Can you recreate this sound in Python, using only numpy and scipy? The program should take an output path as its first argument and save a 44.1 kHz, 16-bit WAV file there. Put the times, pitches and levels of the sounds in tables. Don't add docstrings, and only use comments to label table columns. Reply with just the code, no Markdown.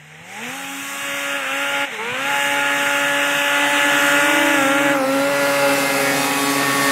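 import sys
import numpy as np
from scipy import signal
from scipy.fft import rfft, irfft, next_fast_len
from scipy.io import wavfile
from scipy.ndimage import uniform_filter1d, map_coordinates

SR = 44100
rng = np.random.default_rng(int(sys.argv[2]) if len(sys.argv) > 2 else 0)


def persist_wave(psi):
    counts = np.round(np.clip(psi, -1, 1) * 32767).astype(np.int16)
    wavfile.write(sys.argv[1], SR, np.atleast_2d(counts).T)


def gain_from_db(level_db):
    decades = np.asarray(level_db, float) / 20
    return 10 ** decades


N = 304731

# start_s, bearing [under 0 far and head-on, 0 front, 1 side, 4 leaving]
PATH = [
    (0, -3),
    (4.4, 0),
    (4.9, .6),
    (5.05, 1.3),
    (5.85, 1.7),
    (6.15, 3.3),
    (6.7, 3.6),
    (6.91, 4),
]
# freq_hz, gain_db
COWL = [(2100, 0), (2330, -3.5), (2550, 1.5), (2800, 1), (3100, 0), (3450, 0), (3650, 3.5), (3780, 2),
        (3910, -5.5), (4150, -2.5), (4400, 0)]


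def unit(x):
    return x / np.sqrt(np.mean(x ** 2) + 1e-20)


def curves(rows):
    s, *cols = np.transpose(rows)
    return [np.interp(np.arange(N) / SR, s, c) for c in cols]


def along(points, hz):
    f, v = np.transpose(points)
    return np.interp(np.log(hz + 1), np.log(f + 1), v)


def wobble(rate_hz):
    knots = rng.standard_normal(int(N * rate_hz / SR) + 4)
    return map_coordinates(knots, [np.arange(N) * rate_hz / SR])


def rush(spectrum, patchy_db, behind=((1, 0), (2, 0))):
    hz, _, z = signal.stft(rng.standard_normal(N + 2048), SR, nperseg=2048)
    field = uniform_filter1d(rng.standard_normal(z.shape), size=20, axis=0)
    field = uniform_filter1d(field, size=3, axis=1)
    colour_db = along(spectrum, hz) + along(behind, hz)
    z = z * gain_from_db(patchy_db * unit(field) + colour_db[:, None])
    return unit(signal.istft(z, SR, nperseg=2048)[1][:N])


def lifts():
    # start_s, closed_s, recovery_s, speed_lost_hz, bark_lost_db
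    eases = [
        (1.37, 0.088, 0.18, 8.2, 1),
        (1.65, 0.076, 0.16, 0.62, 0.5),
        (1.842, .14, .31, 35, 0.2),
        (1.848, 0.13, .34, 0.303, 6),
        (1.91, 0.04, 0.013, 0.33, -2.5),
        (4.529, .12, .19, 7.5, 0),
        (4.92, 0.11, 0.28, 8.9, 1.2),
        (4.969, 0.06, .15, .2, 1),
    ]
    fall_s, unburnt = 0.012, 1.75
    t, sag_hz, cut_db, weak_db = np.arange(N) / SR, 0, 0, 0
    for s, closed_s, back_s, lost_hz, lost_db in eases:
        shut_db = lost_db * np.clip((t - s) / min(fall_s, closed_s), 0, 1)
        since_s = t - s - closed_s
        rest = np.clip(1 - since_s / back_s, 0, 1)
        slowing = np.sin(np.pi / 2 * np.clip((t - s) / closed_s, 0, 1)) ** 2
        sag_hz = sag_hz + lost_hz * rest ** 1.3 * slowing
        cut_db = cut_db + shut_db * rest
        weak_db = weak_db + unburnt * shut_db * np.clip(1 - since_s / fall_s, 0, 1)
    return sag_hz, cut_db, weak_db


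def throttle(cut_db):
    # start_s, bark_db, hiss_db
    roar = [(0, -44.5, -53.5), (.21, -40, -53), (.33, -35.5, -41), (.44, -28, -39), (.52, -29, -37),
            (.83, -30.5, -34), (1.06, -27.5, -32.5), (1.37, -25, -34.5), (1.83, -22, -33.5),
            (2.45, -21.5, -31.5), (3.14, -20.5, -30.5), (3.7, -18.5, -29.5), (4.18, -17, -27),
            (4.75, -20.5, -30.5), (5.3, -23, -32.5), (5.45, -22, -31), (5.65, -21, -28.5),
            (5.85, -20.5, -27), (6.06, -20.5, -27), (6.31, -22, -27), (6.6, -20, -26), (6.91, -19.5, -24.5)]
    bark_db, hiss_db = curves(roar)
    return bark_db - cut_db, hiss_db - 1.66 * cut_db


def crankshaft(sag_hz, near):
    # start_s, crank_turns_hz
    speed = [(0, 74.8), (.14, 77.2), (.2, 80.8), (.36, 101.9), (.44, 118.1), (.56, 136.9), (.62, 137.1),
             (1.06, 140.2), (3.2, 142), (3.7, 143.4), (4.08, 141.9), (4.3, 144.5), (4.9, 140.7),
             (5.4, 141.1), (6.06, 139.3), (6.39, 140.5), (6.5, 140.3), (6.91, 139.7)]
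    turns_hz = curves(speed)[0] - sag_hz
    jitter_rad = 0.029 * (1 + 0.36 * near)
    crank = 2 * np.pi * np.cumsum(turns_hz) / SR + jitter_rad * wobble(45)
    return turns_hz, crank


def order_levels():
    viewed = [-2.9, -2.25, -1.2, -.55, -.05, .5, 1.49, 1.66, 2.9, 3.43, 3.75]
    # order, level_db
    idling = [(1, -27), (2, 0), (3, -9), (4, -24), (5, -12), (6, -14), (7, -21), (8, -21), (9, -24),
              (10, -9), (11, -29), (12, -16), (13, -24), (14, -25), (15, -4), (16, -6), (17, -10),
              (18, -24), (19, -14), (20, -17), (21, -11), (22, -20), (23, -12), (24, 0)]
    far = [(1, -22.5), (2, -6), (3, -30), (4, -2), (5, -11), (6, -8), (7, -24), (8, -1), (9, -3.5),
           (10, 2.5), (11, -17), (12, 3.5), (13, -6), (14, -3), (15, 0), (16, 0.5), (17, -3), (18, -1),
           (19, -15), (20, 1), (21, -18), (22, -7), (23, -9), (24, -9.5)]
    coming = [(1, -19.5), (2, -8), (3, -14), (4, -3), (5, -13.5), (6, -1), (7, -18), (8, -13), (9, -10.5),
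              (10, 2.5), (11, -12), (12, 2), (13, -1.5), (14, -7.5), (15, -5.5), (16, -4), (17, -14),
              (18, -10), (19, -9), (20, -4), (21, -29), (22, -21), (23, -22), (24, -20)]
    front = [(1, -18), (2, -4), (3, -26), (4, -2), (5, -9), (6, -3), (7, -28), (8, -12), (9, -6), (10, 2),
             (11, -7), (12, 6), (13, -10), (14, 1.5), (15, -23), (16, -21), (17, -27), (18, -9), (19, -15),
             (20, -7), (21, -4), (22, -14), (23, -16), (24, -12)]
    rearing = [(1, -19), (2, 0), (3, -18), (4, -3), (5, -17), (6, -5), (7, -22), (8, -12), (9, -13),
               (10, 2.5), (11, -8), (12, -2), (13, -4), (14, -1), (15, -17), (16, -6), (17, -26), (18, -10),
               (19, -16), (20, -18), (21, -23), (22, -32), (23, -34), (24, -25)]
    turning = [(1, -15), (2, -1), (3, -22), (4, 0), (5, -17), (6, -6), (7, -26), (8, -15), (9, -24),
               (10, 1.5), (11, -8), (12, 0), (13, -10), (14, -4.5), (15, -13), (16, -7), (17, -20),
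               (18, -19), (19, -14), (20, -26), (21, -19), (22, -24), (23, -35), (24, -25)]
    side_on = [(1, -17.5), (2, -6), (3, -12), (4, 0), (5, -22), (6, -10), (7, -14), (8, -20), (9, -15.5),
               (10, -4), (11, -19), (12, -8.5), (13, -35), (14, -10), (15, -14), (16, -18), (17, -23),
               (18, -24), (19, -13), (20, -15.5), (21, -19), (22, -27), (23, -39), (24, -28)]
    abeam = [(1, -14.5), (2, -7), (3, -9.5), (4, 0), (5, -15), (6, -8), (7, -15), (8, -2.5), (9, -10),
             (10, -7), (11, -10), (12, -5), (13, -26), (14, -16), (15, -5), (16, -18), (17, -18), (18, -11),
             (19, -8.5), (20, -17), (21, -17), (22, -31), (23, -40), (24, -39)]
    passing = [(1, -10), (2, -3), (3, -5), (4, 0), (5, -8), (6, -9), (7, -16), (8, -12), (9, -14),
               (10, -11), (11, -25), (12, -6), (13, -5), (14, -5), (15, -1), (16, -3), (17, -13), (18, -9),
               (19, -12), (20, -23), (21, -28), (22, -29), (23, -30), (24, -12)]
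    behind = [(1, -9), (2, 0), (3, -4), (4, -8), (5, -5), (6, -4), (7, -6.5), (8, 0.5), (9, -10), (10, -14),
              (11, -25), (12, -11), (13, -8.5), (14, -9), (15, -11), (16, -8), (17, -22), (18, -7),
              (19, -21), (20, -31), (21, -20), (22, -22), (23, -14), (24, -16)]
    leaving = [(1, -8), (2, 0), (3, -2.5), (4, -4), (5, -21), (6, -5), (7, -15), (8, 4.5), (9, -20),
               (10, -14), (11, -16), (12, -8), (13, 6), (14, -9), (15, -3), (16, -12), (17, -22), (18, -16),
               (19, -23), (20, -25), (21, -29), (22, -25), (23, -15), (24, -18)]
    whine_db = [-28, -18.5, -28, -29, -34, -29, -32, -21, -23, -12, -17]
    views = [idling, far, coming, front, rearing, turning, side_on, abeam, passing, behind, leaving]
    table = np.array(views)[:, :, 1]
    table = table - 10 * np.log10(np.sum(gain_from_db(2 * table[:, 6:]), axis=1, keepdims=True))
    faint_db = np.where(np.array(viewed) < .6, -60, -27)
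    table = np.hstack([table, np.outer(faint_db, np.ones(12))])
    table[:, 25] = whine_db
    return viewed, table


def firing_orders(crank, turns_hz, bark_db, cut_db, weak_db, bearing, near):
    # freq_hz, gain_db
    pipe = [(150, 0), (230, 13), (330, 0), (680, -1), (790, 11), (870, 14.5), (925, 6), (1000, 5),
            (1100, -1), (1400, 0), (1600, -4), (1700, 0), (2050, 0), (2150, 5), (2430, 6), (2530, 0)]
    seen = [-3, -2.82, -2.66, -2.49, -2.25, -1.76, -1.6, -1.5, -1.43, -.82, -.45, -.2, 0, .6, 1.2, 1.35,
            1.5, 1.68, 2.6, 3.3, 3.4, 3.57, 4]
    # clean_share_db, order_2_db, order_4_db, order_6_db, order_8_db
    firing_mix = [(-19, -1, -39, -6, -44), (-14, -8, -24, 1, -14), (-15, -8, -13, -10.5, -31),
                  (-3.5, -9, -24.5, -9, -14), (-1.5, -16, -8.5, -19.5, -12), (-1.5, -12, -7, -6, -26),
                  (-1.5, -15, -5.5, -11, -17.5), (-1, -18.5, -10, -13, -14), (-1, -15.5, -11, -4.5, -26),
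                  (-1.5, -11.5, -6.5, -11.5, -20), (-4, -14, -10, -8.5, -19), (-1.5, -13, -8.5, -13, -15),
                  (-2, -8, -8, -8, -17), (0.7, -5, -1, -7, -14), (0, -7, 4, -1, -8),
                  (-6.5, -2.2, 1, -7, -18), (0, -3, 2.5, -7, -15), (-2, -9.5, -3.5, -11, -10.5),
                  (-2.5, -10, -3, -27, -32), (-2, -7, -7.5, -9.5, -18), (-4, -5, -19, -9, -9),
                  (-3, -6, -17, -14, -4.5), (0, -6.5, -6, -15, -8)]
    smear_rad, drift_rad = .015, .5
    stumble, spared = .3, .55
    viewed, table = order_levels()
    clean_db, *firing_db = [np.interp(bearing, seen, column) for column in np.transpose(firing_mix)]
    own_db = dict(zip((2, 4, 6, 8), firing_db))
    misfire = wobble(35)
    far_off = np.clip(-bearing - .8, 0, 1)
    tone, cruise_hz = np.zeros(N), np.median(turns_hz)
    for k in range(1, table.shape[1] + 1):
        pipe_db = along(pipe, k * turns_hz) - along(pipe, k * cruise_hz)
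        if k in own_db:
            seen_db = own_db[k] + (k > 2) * pipe_db
        else:
            seen_db = clean_db + np.interp(bearing, viewed, table[:, k - 1]) + pipe_db
        unburnt_db = (1 - spared * (k in (2, 4, 6)) + stumble * np.abs(misfire)) * weak_db
        labour_db = 0.68 * ((k == 2) * (1 - near) + (k > 9)) * cut_db
        flutter_db = 1.29 * (1 + 0.32 * near * (k != 2) + .5 * (k > 8) + 1.1 * (k == 2) * far_off)
        level_db = bark_db + seen_db - unburnt_db - labour_db + flutter_db * wobble(9)
        shift = (k != 2) * (1 + 2 * (k % 2)) * drift_rad * wobble(2)
        tone -= np.sqrt(2) * gain_from_db(level_db) * np.cos(k * crank - smear_rad * (k * k - 4) + shift)
    return tone


def exhaust_gas(crank, bark_db, eased, near):
    # freq_hz, density_db_per_hz
    bark_far = [(100, -59), (170, -38.5), (279, -18), (335, -23.5), (498, -20), (566, -17.5), (634, -21.5),
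                (841, -14), (928, -18), (1400, -11), (2000, -11), (2800, -9), (3500, -17), (5000, -21.5),
                (6500, -45), (11000, -120)]
    # freq_hz, density_db_per_hz
    bark_low = [(180, -44), (300, -20), (391, -19), (467, -7), (679, -15), (775, -6.5), (1080, -14),
                (2140, -2), (4200, -13.5), (5460, -51), (9240, -120)]
    # freq_hz, density_db_per_hz
    bark_close = [(100, -33), (170, -14.5), (224, -15.5), (277, -9), (334, -18.5), (418, -11.5), (621, -13),
                  (830, -9), (1040, -12), (1350, -8.5), (1500, -10.5), (1680, -14), (2030, -7.5),
                  (2320, -13), (2600, -10.5), (2950, -15.5), (3400, -18), (3750, -19), (4000, -16.5),
                  (5200, -99), (8800, -120)]
    firing = 1 + 0.028 * np.cos(2 * crank) + 0.0085 * np.cos(crank)
    open_gas = rush(bark_far, patchy_db=1.34, behind=COWL)
    low_gas = rush([(150, -60), *bark_low, (5500, -70)], patchy_db=1.2)
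    afar = np.sqrt(1 - eased) * open_gas + gain_from_db(0.5) * np.sqrt(eased) * low_gas
    blast = np.sqrt(1 - near) * afar + gain_from_db(0.5) * np.sqrt(near) * rush(bark_close, patchy_db=1.0)
    return gain_from_db(bark_db - 3.5 + 0.36 * wobble(5.2)) * firing * blast


def intake_and_spray(crank, hiss_db, eased, near):
    # freq_hz, density_db_per_hz
    hiss_far = [(2500, -120), (3500, -1), (5000, 1), (7500, -2), (10000, -3.5), (12300, -3.5), (16000, -14)]
    # freq_hz, density_db_per_hz
    hiss_low = [(2500, -60), (3500, -6), (5000, 4.5), (7500, -1.5), (10000, -6), (12300, -7), (16000, -21)]
    # freq_hz, density_db_per_hz
    hiss_close = [(1650, -30), (2800, -20), (3100, -72), (3760, -70), (4130, 6), (7200, 4), (11100, 4),
                  (15700, -5)]
    afar = np.sqrt(1 - eased) * rush(hiss_far, patchy_db=1.05, behind=COWL)
    afar = afar + np.sqrt(eased) * rush(hiss_low, patchy_db=1.1, behind=COWL)
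    spray = np.sqrt(1 - near) * afar + np.sqrt(near) * rush(hiss_close, patchy_db=1)
    level_db = uniform_filter1d(hiss_db, size=SR // 16) + 0.77 * wobble(9)
    return gain_from_db(level_db) * (1 + 0.087 * np.cos(2 * crank)) * spray


def chassis(bark_db, cut_db, near):
    # freq_hz, density_db_per_hz
    rumble = [(20, -60), (45, -46), (70, -21), (100, -23.5), (140, -6), (200, -9.5), (300, -8.5),
              (500, -120)]
    level_db = bark_db + 0.92 * cut_db - 26.0 + 2.9 * near + 3.7 * wobble(11)
    return gain_from_db(level_db) * rush(rumble, patchy_db=1.5)


def snow(x):
    # start_s, delay_ms, strength [0-1]
    echo = [(0, .163, .66), (1, .159, .68), (4.8, .1585, .66), (4.94, .1585, .55), (5.0, .218, .48),
            (5.06, .265, .3), (5.13, .29, .06), (6.91, .3, .05)]
    turn_rad, dull_hz = 1.545, 13000
    delay_ms, mirror = curves(echo)
    m = next_fast_len(N)
    dulling = 1 + (np.fft.rfftfreq(m, 1 / SR) / dull_hz) ** 14
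    soft = irfft(rfft(x, m) * np.exp(1j * turn_rad) / dulling, m)
    delay = delay_ms * (1 + 0.01 * wobble(5.5)) * SR / 1000
    late = map_coordinates(soft, [np.arange(N) - delay], order=5, mode="nearest")
    return (x + mirror * late) / np.sqrt(1 + mirror ** 2)


def track(crank, bearing):
    # start_s, over_firing_rate_hz
    lug_rate = [(0, -60), (.62, -95), (1.85, -37), (2.05, -25), (2.3, -35), (3.2, -4), (3.55, 3),
                (3.72, 8.5), (3.87, 10), (3.97, 12.6), (4.16, 7.4), (4.33, 24.5), (4.43, 30.5), (4.58, 28),
                (4.72, 19.4), (4.99, 19.6), (5.12, 2.6), (5.34, 2.6), (5.63, -2.6), (5.7, -8), (5.97, -9.6),
                (6.08, -18), (6.38, -18.5), (6.5, -10.5), (6.91, -10)]
    # start_s, level_db
    lug_level = [(0, -66), (.62, -47.5), (1.85, -72), (2.05, -42), (2.3, -54), (3.2, -48), (3.52, -48),
                 (3.66, -33), (3.9, -31), (4.15, -31), (4.4, -25), (4.7, -26), (5.03, -26), (5.13, -38),
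                 (5.34, -33), (5.5, -37), (5.64, -32), (5.9, -34), (6.15, -33), (6.45, -33), (6.91, -33)]
    # bearing, level_db
    lug_edge = [(-.4, -14), (.1, -7.5), (1.2, -18), (1.6, 1), (3.3, 0), (4, -10)]
    opposed_s = 4.206
    slip, = np.cumsum(curves(lug_rate), axis=1) / SR
    level_db, = curves(lug_level)
    overtone_db = np.interp(bearing, *np.transpose(lug_edge))
    turn = 2 * crank + 2 * np.pi * (slip - slip[round(opposed_s * SR)]) + .1 * wobble(12)
    overtones = np.sin(2 * turn) + gain_from_db(-0.5) * np.sin(3 * turn)
    shape = np.cos(turn) + gain_from_db(overtone_db) * overtones + gain_from_db(-16.0) * np.sin(1.5 * turn)
    return np.sqrt(2) * gain_from_db(level_db + 0.11 * wobble(1.75)) * shape


def thuds():
    # start_s, peak_db
    slams = [(0.207, -39), (0.397, -41), (0.484, -35.5), (0.641, -41), (0.818, -40), (1.024, -38),
             (1.131, -38), (1.789, -44), (2.118, -27), (2.499, -37), (2.87, -35), (4.449, -34), (4.66, -41),
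             (4.819, -42), (6.849, -31)]
    push_s, pitch_hz = .0055, 129
    out, t = np.zeros(N + SR), np.arange(SR // 10) / SR
    push = np.sin(2 * np.pi * pitch_hz * t) * (t / push_s) * np.exp(1 - t / push_s)
    for s, db in slams:
        out[round(s * SR):][:len(t)] += gain_from_db(db - 2.5) * push
    return out[:N]


def scene():
    bearing, = curves(PATH)
    near = np.clip(bearing, 0, 1)
    sag_hz, cut_db, weak_db = lifts()
    bark_db, hiss_db = throttle(cut_db)
    eased = np.clip(np.maximum((-2.62 - bearing) / .1, cut_db / 7), 0, 1)
    turns_hz, crank = crankshaft(sag_hz, near)
    tone = firing_orders(crank, turns_hz, bark_db, cut_db, weak_db, bearing, near)
    noise = exhaust_gas(crank, bark_db, eased, near) + intake_and_spray(crank, hiss_db, eased, near)
    rumble = chassis(bark_db, cut_db, near)
    mono = tone + rumble + snow(noise) + track(crank, bearing) + thuds()
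    return np.array([mono, mono])


def top_cut(x):
    return signal.sosfilt(signal.butter(12, 16850, fs=SR, output="sos"), x)


def record(dry):
    # freq_hz, under_neighbours_db
    masking = [(150, -60), (3000, -30), (3900, -5.5), (4400, -6), (4800, -6), (5300, -4.5), (8000, -5.5),
               (9800, -2.8), (10500, -3.5), (10800, -2.6), (11120, -2.6), (11300, -3.6), (12400, -3.2),
               (13300, -2.6), (14400, -1.8), (15700, -4)]
    # start_s, low_hz, high_hz
    filled = [(.46, 7600, 9000), (.65, 7600, 9000), (1.56, 5200, 6300), (2.58, 6300, 7600),
              (3.25, 7600, 9000), (4.41, 6900, 9000), (4.74, 7600, 9000), (5.11, 7600, 9000),
              (5.11, 4200, 5700), (5.39, 4200, 5200), (5.39, 10400, 11800), (5.76, 8300, 10400),
              (5.76, 11800, 13200), (5.97, 4700, 5700), (6.46, 5200, 7600), (6.89, 11100, 13200)]
    top_hz, bass_hz = 15800, 75
    hz, t, z = signal.stft(dry, SR, window="cosine", nperseg=2048)
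    power = uniform_filter1d(np.abs(z[0]) ** 2, size=4, axis=0)
    power = uniform_filter1d(power, size=2, axis=1)
    narrow = power[np.arange(len(hz)) // 4 * 4] + 1e-20
    around = np.exp(uniform_filter1d(np.log(narrow), size=110, axis=0))
    mask = around * gain_from_db(2 * along(masking, hz) + 2.8)[:, None]
    response = (hz < top_hz - 40) / np.sqrt(1 + (bass_hz / (hz + 1)) ** 4)
    z = z * (narrow > mask) * response[:, None]
    for s, lo_hz, hi_hz in filled:
        band = (hz > lo_hz) & (hz < hi_hz)
        spin = np.exp(2j * np.pi * rng.random((2, band.sum())))
        z[:, band, np.argmin(np.abs(t - s))] *= 1.3 * spin
    mix = signal.istft(z, SR, window="cosine", nperseg=2048)[1][:, :N]
    return top_cut(mix)


dry = scene()
out = record(dry)
persist_wave(out)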